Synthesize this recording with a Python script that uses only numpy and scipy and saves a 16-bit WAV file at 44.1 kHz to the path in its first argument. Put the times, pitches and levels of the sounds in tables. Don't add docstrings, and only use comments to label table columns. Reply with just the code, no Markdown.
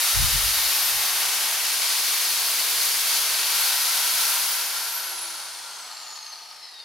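import sys
import numpy as np
from scipy import signal
from scipy.fft import rfft, irfft, next_fast_len
from scipy.io import wavfile
from scipy.ndimage import uniform_filter1d

SR = 44100
rng = np.random.default_rng(int(sys.argv[2]) if len(sys.argv) > 2 else 0)


def int16_out(signal):
    q = np.round(np.clip(np.atleast_2d(signal).T, -1, 1) * 32767)
    wavfile.write(sys.argv[1], SR, q.astype(np.int16))


N = 301676
TIME = np.arange(N) / SR

FULL_SPEED_HZ, SWITCH_OFF_S = 551.0, 4.3162
FAN_BLADES, ROTOR_SLOTS, COMMUTATOR_BARS = 31, 12, 24
GEAR_RATIO = 3.6


def undb(db):
    return 10 ** (np.asarray(db) / 20)


def unit(x):
    return x / np.sqrt(np.mean(x ** 2))


def bell(x, centre, width):
    return 1 / (1 + (2 * (x - centre) / width) ** 2)


def curve(table, t):
    times, *columns = np.transpose(table)
    return [np.interp(t, times, column) for column in columns]


def shape(points, hz):
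    point_hz, db = np.transpose(points)
    return np.interp(np.log(hz + 1e-9), np.log(point_hz), db)


def colour(x, points):
    size = next_fast_len(N, True)
    hz = np.arange(size // 2 + 1) * SR / size
    return irfft(rfft(x, size) * undb(shape(points, hz)), size)[..., :N]


def cut(x, hz, kind="low", order=2):
    return signal.sosfilt(signal.butter(order, hz, kind, fs=SR, output="sos"), x)


def walk(rate_hz):
    hold = max(int(SR / rate_hz), 1)
    steps = np.repeat(rng.standard_normal(N // hold + 1), hold)
    return 1.18 * uniform_filter1d(uniform_filter1d(steps, hold), hold)[:N]


def workshop_rumble(level_db=-82):
    # (frequency [Hz], level [dB])
    spectrum = [(20, -4), (80, 13), (125, 2), (195, 3), (300, -12), (1000, -30), (16000, -44)]
    return unit(colour(rng.standard_normal((2, N)), spectrum)) * undb(level_db)


def shelf_scatter(x, t60_s=0.075, gap_s=0.0036, alike_hz=1500):
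    t = TIME[:SR // 4]
    fade = np.exp(-np.log(1000) * t / t60_s) * (t > gap_s)
    mid, side = rng.standard_normal((2, len(t))) * fade / np.sqrt(2 * np.sum(fade ** 2))
    side = cut(side, alike_hz, "high", order=1)
    return signal.fftconvolve(x[None], np.array([mid + side, mid - side]), axes=1)[:, :N]


def echo_comb(hz, t, sway=0.0338, treble_hz=1800):
    # (delay [ms], level [dB])
    echoes = [(1.3, -25), (2.6, -22), (3.7, -20), (4.4, -19), (6.1, -19), (8.3, -19)]
    reflected = 0
    for delay_ms, db in echoes:
        delay_s = delay_ms / 1000 * (1 + sway * np.interp(t, TIME, walk(.8)))
        reflected = reflected + undb(db) * np.exp(-2j * np.pi * hz * delay_s)
    return np.abs(1 + reflected * hz ** 2 / (hz ** 2 + treble_hz ** 2))


def draught(attack_s=.024, release_s=0.036, breeze_db=-78, turn_away_at_s=2, turn_takes_s=.3):
    # (frequency [Hz], level [dB])
    buffet = [(8, -30), (24, -13), (44, 5), (60, 3), (80, -8), (108, -1), (160, -13), (260, -30.5),
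              (500, -63), (1500, -100)]
    # (time [s], level [dB], hold [s])
    gusts = [(.176, -27.5, 0.077), (.345, -30.5, 0.026), (.44, -36.5, 0.043), (.58, -49, .005),
             (.635, -52, .04), (.82, -53, .02), (.93, -48.5, .05), (1.12, -63, 0.036)]
    eddies = colour(rng.standard_normal((2, N)), buffet)
    eddies = eddies + 0.05 * eddies[::-1]
    eddies = eddies / np.sqrt(uniform_filter1d(eddies ** 2, SR // 30))
    large_eddies = cut(eddies, hz=130)
    wind = undb(breeze_db) * np.clip(.5 + (turn_away_at_s - TIME) / turn_takes_s, 0, 1)
    for at_s, db, hold_s in gusts:
        early, late = np.maximum(at_s - TIME, 0), np.maximum(TIME - at_s - hold_s, 0)
        wind = np.maximum(wind, undb(db) * np.exp(-(early / attack_s) ** 2 - late / release_s))
    strength = wind / wind.max()
    buffeting = strength * eddies + (1 - strength) * large_eddies
    return buffeting * wind * undb([[4], [2]])


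def rotor_speed(friction_hz_per_s=35.795, grease_per_s=.278186, air_drag_per_turn=.00033056):
    step_s = .001
    times = np.arange(SWITCH_OFF_S, TIME[-1] + step_s, step_s)
    speeds = [FULL_SPEED_HZ]
    for _ in times[1:]:
        speed = speeds[-1]
        braking = friction_hz_per_s + grease_per_s * speed + air_drag_per_turn * speed ** 2
        speeds.append(speed - step_s * braking)
    return np.interp(TIME, times, speeds)


def gear_head(impacts):
    # (frequency [Hz], width [Hz], level [dB])
    modes = [(892, 43, 7), (1210, 53, 5), (1810, 210, 2), (2950, 400, 0), (4230, 220, 11.5),
             (4420, 130, 16), (4750, 280, 7), (5200, 390, 5.5), (9800, 2700, -8.5)]
    t = TIME[:2048]
    ring = sum((-1) ** k * undb(db) * width * np.exp(-np.pi * width * t) * np.sin(2 * np.pi * hz * t)
               for k, (hz, width, db) in enumerate(modes))
    ring = cut(ring, hz=600, kind="high")
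    return signal.fftconvolve(impacts, ring / np.abs(ring).max())[:N]


def gear_rattle(speed, hits_per_turn=7.0, scatter_db=2.5, loudest_speed_hz=212, knock_trim_db=-3):
    # (time [s], level [dB])
    hard_knocks = [(5.9144, -28), (5.9244, -26), (5.9524, -28), (5.969, -25), (5.9784, -27), (5.9874, -30),
                   (6.0144, -28), (6.025, -29), (6.0322, -29), (6.0641, -28), (6.0804, -29), (6.0944, -31),
                   (6.113, -26), (6.1244, -29), (6.1564, -28), (6.1614, -26), (6.1754, -27), (6.1884, -29),
                   (6.2094, -30), (6.2274, -31), (6.2444, -31), (6.2617, -29), (6.2654, -28), (6.2794, -32),
                   (6.312, -34), (6.3233, -29), (6.3268, -28), (6.331, -27), (6.3364, -25), (6.357, -25),
                   (6.4194, -31), (6.5116, -33), (6.5287, -30), (6.6424, -30)]
    spindle_angle = 2 * np.pi * np.cumsum(speed / GEAR_RATIO) / SR
    slack = np.exp(0.98 * np.sin(spindle_angle + 2.2 * walk(40)))
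    hits = rng.random(N) < hits_per_turn * speed / SR * slack / slack.mean()
    sizes = undb(scatter_db * np.minimum(rng.standard_normal(N), 2)) * rng.choice([-1, 1], N)
    octaves_away = np.abs(np.log2(speed / loudest_speed_hz))
    chatter_db = -42.2 - 4 * octaves_away + 0.6 * walk(30)
    chatter = unit(gear_head(hits * sizes)) * undb(chatter_db)
    knocks = np.zeros(N)
    for at_s, db in hard_knocks:
        knocks[int(at_s * SR)] += undb(db + knock_trim_db)
    return cut(chatter + gear_head(knocks), hz=11000)


def rotor_tones(speed, wobble=0.0009, shake_db=2.0, jolt_rad=0.015):
    # (rotor speed [Hz], level [dB])
    hum = [(150, -94), (215, -83), (240, -84), (256, -75), (275, -82), (298, -69), (325, -66), (372, -63),
           (390, -78), (425, -65), (460, -74), (510, -72)]
    # (multiple of rotor speed, base level [dB], change per halving of the speed [dB],
    # flicker [dB], coupling to the shell [0-1])
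    tones = [(FAN_BLADES, -46.2, -6, 1.7, 1), (ROTOR_SLOTS, -55, -7, 2.5, .7),
             (COMMUTATOR_BARS, -63, 2.6, 2.5, .8), (3 * ROTOR_SLOTS, -88, 12, 3.5, .2)]
    # (frequency [Hz], width [Hz], boost [dB])
    shell = [(15550, 500, 11), (13100, 400, 5), (12270, 520, 13), (11500, 600, 10), (10650, 490, 12),
             (6800, 260, 5), (6360, 280, 5), (5220, 260, 6), (3780, 240, 7), (1960, 200, 7)]
    # (multiple of rotor speed, time [s], length [s], gain [dB])
    swells = [(COMMUTATOR_BARS, 5.3, .25, -9), (COMMUTATOR_BARS, 5.8, .14, 6.8),
              (COMMUTATOR_BARS, 6.77, 0.17, 5.4), (ROTOR_SLOTS, 5.78, .2, 7), (ROTOR_SLOTS, 6.42, .25, -8),
              (3 * ROTOR_SLOTS, 6.7, .1, 5), (FAN_BLADES, 6.16, .06, 3), (FAN_BLADES, 6.46, .16, -4),
              (FAN_BLADES, 6.8, .15, 3)]
    coasting = np.clip((1 - speed / FULL_SPEED_HZ) / 0.067, 0, 1)
    halvings = np.log2(FULL_SPEED_HZ / speed)
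    angle = 2 * np.pi * np.cumsum(speed * (1 + wobble * walk(60))) / SR
    angle = angle + jolt_rad * halvings * walk(300)

    def tone(multiple, db, flicker_db):
        unsteady_db = db + flicker_db * walk(35) + shake_db * halvings * walk(120)
        return np.sqrt(2) * np.sin(multiple * angle) * undb(unsteady_db)

    whine = tone(1, shape(hum, speed), flicker_db=1.5)
    for multiple, base_db, change_db, flicker_db, coupling in tones:
        shell_db = coupling * sum(db * bell(multiple * speed, hz, width) for hz, width, db in shell)
        aim_db = sum(db * bell(TIME, at_s, length_s)
                     for which, at_s, length_s, db in swells if which == multiple)
        whine = whine + tone(multiple, base_db + change_db * halvings + shell_db + aim_db, flicker_db)
    return coasting * whine


def housing_cavities(hz, t, halvings, regrip_s=0.38, growth=0.25, throb=0.17):
    # (grip, frequency [Hz], width [Hz], boost [dB])
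    cavities = [("any", 441, 37, 4.9), ("any", 900, 41, 1.9), ("any", 1760, 55, -3), ("any", 1940, 44, -2),
                ("any", 2200, 33, 3), ("any", 4417, 84, 2), ("raised", 570, 56, 4.7),
                ("raised", 1300, 100, 6), ("raised", 1840, 70, 6.1), ("raised", 3800, 250, 2.5),
                ("raised", 9700, 630, 3.2), ("level", 1840, 56, 4.2), ("level", 11500, 350, 2.5),
                ("level", 13100, 480, 5.5), ("level", 14500, 600, 3), ("upright", 300, 45, 4.7),
                ("upright", 445, 60, 3), ("upright", 800, 70, -3.5), ("upright", 950, 36, 2.9),
                ("upright", 4420, 120, 4.1), ("upright", 5100, 270, 1.8), ("swung", 4250, 500, 2.5),
                ("swung", 12600, 1500, 5.5), ("lowered", 590, 50, 2.2), ("lowered", 973, 90, 5.2),
                ("lowered", 1160, 140, -1.9), ("lowered", 1375, 52, 9), ("lowered", 1512, 41, 7.1),
                ("lowered", 5700, 140, 1.2), ("lowered", 10040, 350, 1.7), ("lowered", 11300, 440, 1.4),
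                ("tipped", 470, 150, -3), ("tipped", 720, 60, 3), ("tipped", 890, 72, 4.1),
                ("tipped", 1256, 110, 7.5)]
    # (grip, start [s], end [s])
    grips = [("raised", -1, 0.47), ("level", 0.47, 1.15), ("upright", 1.7, 3.35), ("swung", 3.61, 3.62),
             ("lowered", 3.53, 5.92), ("tipped", 5.82, 6.72), ("any", -1, 8)]
    facing = {grip: np.clip(.5 + np.minimum(t - start, end - t) / regrip_s, 0, 1)
              for grip, start, end in grips}
    ringing = 1 + growth * halvings + throb * np.interp(t, TIME, walk(18))
    return sum(db * ringing * facing[grip] * bell(hz, centre, width)
               for grip, centre, width, db in cavities)


def fan_rush(speed, gain_db=10.0, fall_db=13, dulling_db_per_octave=1.4):
    # (frequency [Hz], level [dB])
    vents = [(32, -40), (75, -34), (125, -32), (265, -21.5), (520, -14.5), (750, -5), (1080, -3.5),
             (1750, -2.5), (3250, -1), (6350, -1.5), (7650, -6), (10100, -1), (12700, -3), (15650, -12.5)]
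    # (multiple of rotor speed, level [dB])
    turbulence = [(1, -4), (4, 0.5), (8, -1.5), (18, -0.5), (28, .5), (30.2, 1), (31.1, 8.5), (32, -1.5),
                  (35, -1), (46, -2), (60, -2), (90, -7)]
    # (time [s], level [dB], tilt [dB per octave], vent hiss [dB], highest treble [dB])
    turning = [(0, -29.5, 0.56, 2, 0.5), (.7, -30, 0, 4, 1.5), (1.25, -30, -0.5, 1.5, 1),
               (1.55, -30.5, -0.26, 1.5, 0.5), (1.85, -30.5, 0.5, 3, -2), (2.2, -31, 0.15, 3, 2.5),
               (3.2, -30.5, 0.3, 2, 1), (3.44, -30.5, -0.14, 3.5, -0.5), (3.6, -30.5, 0.1, 4.5, 2),
               (4.3, -30.5, 0.34, 3, 2), (5.8, -31, .5, 2.5, -7), (6.6, -30.5, 0.7, 3, -3)]
    # (frequency [Hz], level [dB])
    diffuse_share = [(120, -5), (300, -12), (700, -14), (1400, -12), (3000, -10), (4500, -8.6),
                     (6500, -6.5), (8200, -4.2), (11000, -5), (15000, -2.8)]
    hz, t, (direct, diffuse) = signal.stft(rng.standard_normal((2, N)), SR, nperseg=2048)
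    hz, rotor_hz = hz[:, None], np.interp(t, TIME, speed)
    halvings = np.log2(FULL_SPEED_HZ / rotor_hz)
    octaves = np.log2(np.maximum(hz, 300) / 2500)
    level_db, tilt_db, hiss_db, beam_db = curve(turning, t)
    db = shape(vents, hz) + level_db - fall_db * halvings
    db += shape(turbulence, hz / rotor_hz) - shape(turbulence, hz / FULL_SPEED_HZ)
    db += (tilt_db - dulling_db_per_octave * halvings) * octaves
    db += hiss_db * bell(hz, centre=4550, width=1800)
    db += beam_db * bell(hz, centre=14500, width=6200)
    db += housing_cavities(hz, t, halvings)
    side = diffuse * undb(shape(diffuse_share, hz))
    spectra = np.array([direct + side, direct - side]) * undb(db) * echo_comb(hz, t)
    rush = signal.istft(spectra, SR)[1][:, :N]
    puffs_db = 0.38 * walk(25) + 0.4 * walk(160)
    return rush * undb(gain_db + puffs_db)


def scene(rush_send_db=-15, tone_send_db=-6, rattle_send_db=-8):
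    # (frequency [Hz], left minus right [dB])
    lean = [(120, 2.7), (280, 3.8), (1000, 1.5), (4300, 1.1), (6700, 2.9), (8500, 0), (9800, -1.7),
            (11500, .1), (13500, 4.6), (15700, 2.4)]
    speed = rotor_speed()
    rush, tones, rattle = fan_rush(speed), rotor_tones(speed), gear_rattle(speed)
    send = undb(rush_send_db) * rush.mean(axis=0)
    send += undb(tone_send_db) * tones + undb(rattle_send_db) * rattle
    left, right = rush + tones + rattle + shelf_scatter(send)
    grinder = np.array([colour(left, lean * np.array([1, .5])), colour(right, lean * np.array([1, -.5]))])
    return grinder + workshop_rumble() + draught()


def record(dry, top_hz=15800):
    return signal.sosfilt(signal.ellip(12, .1, 80, top_hz, fs=SR, output="sos"), dry)


dry = scene()
out = record(dry)
int16_out(out)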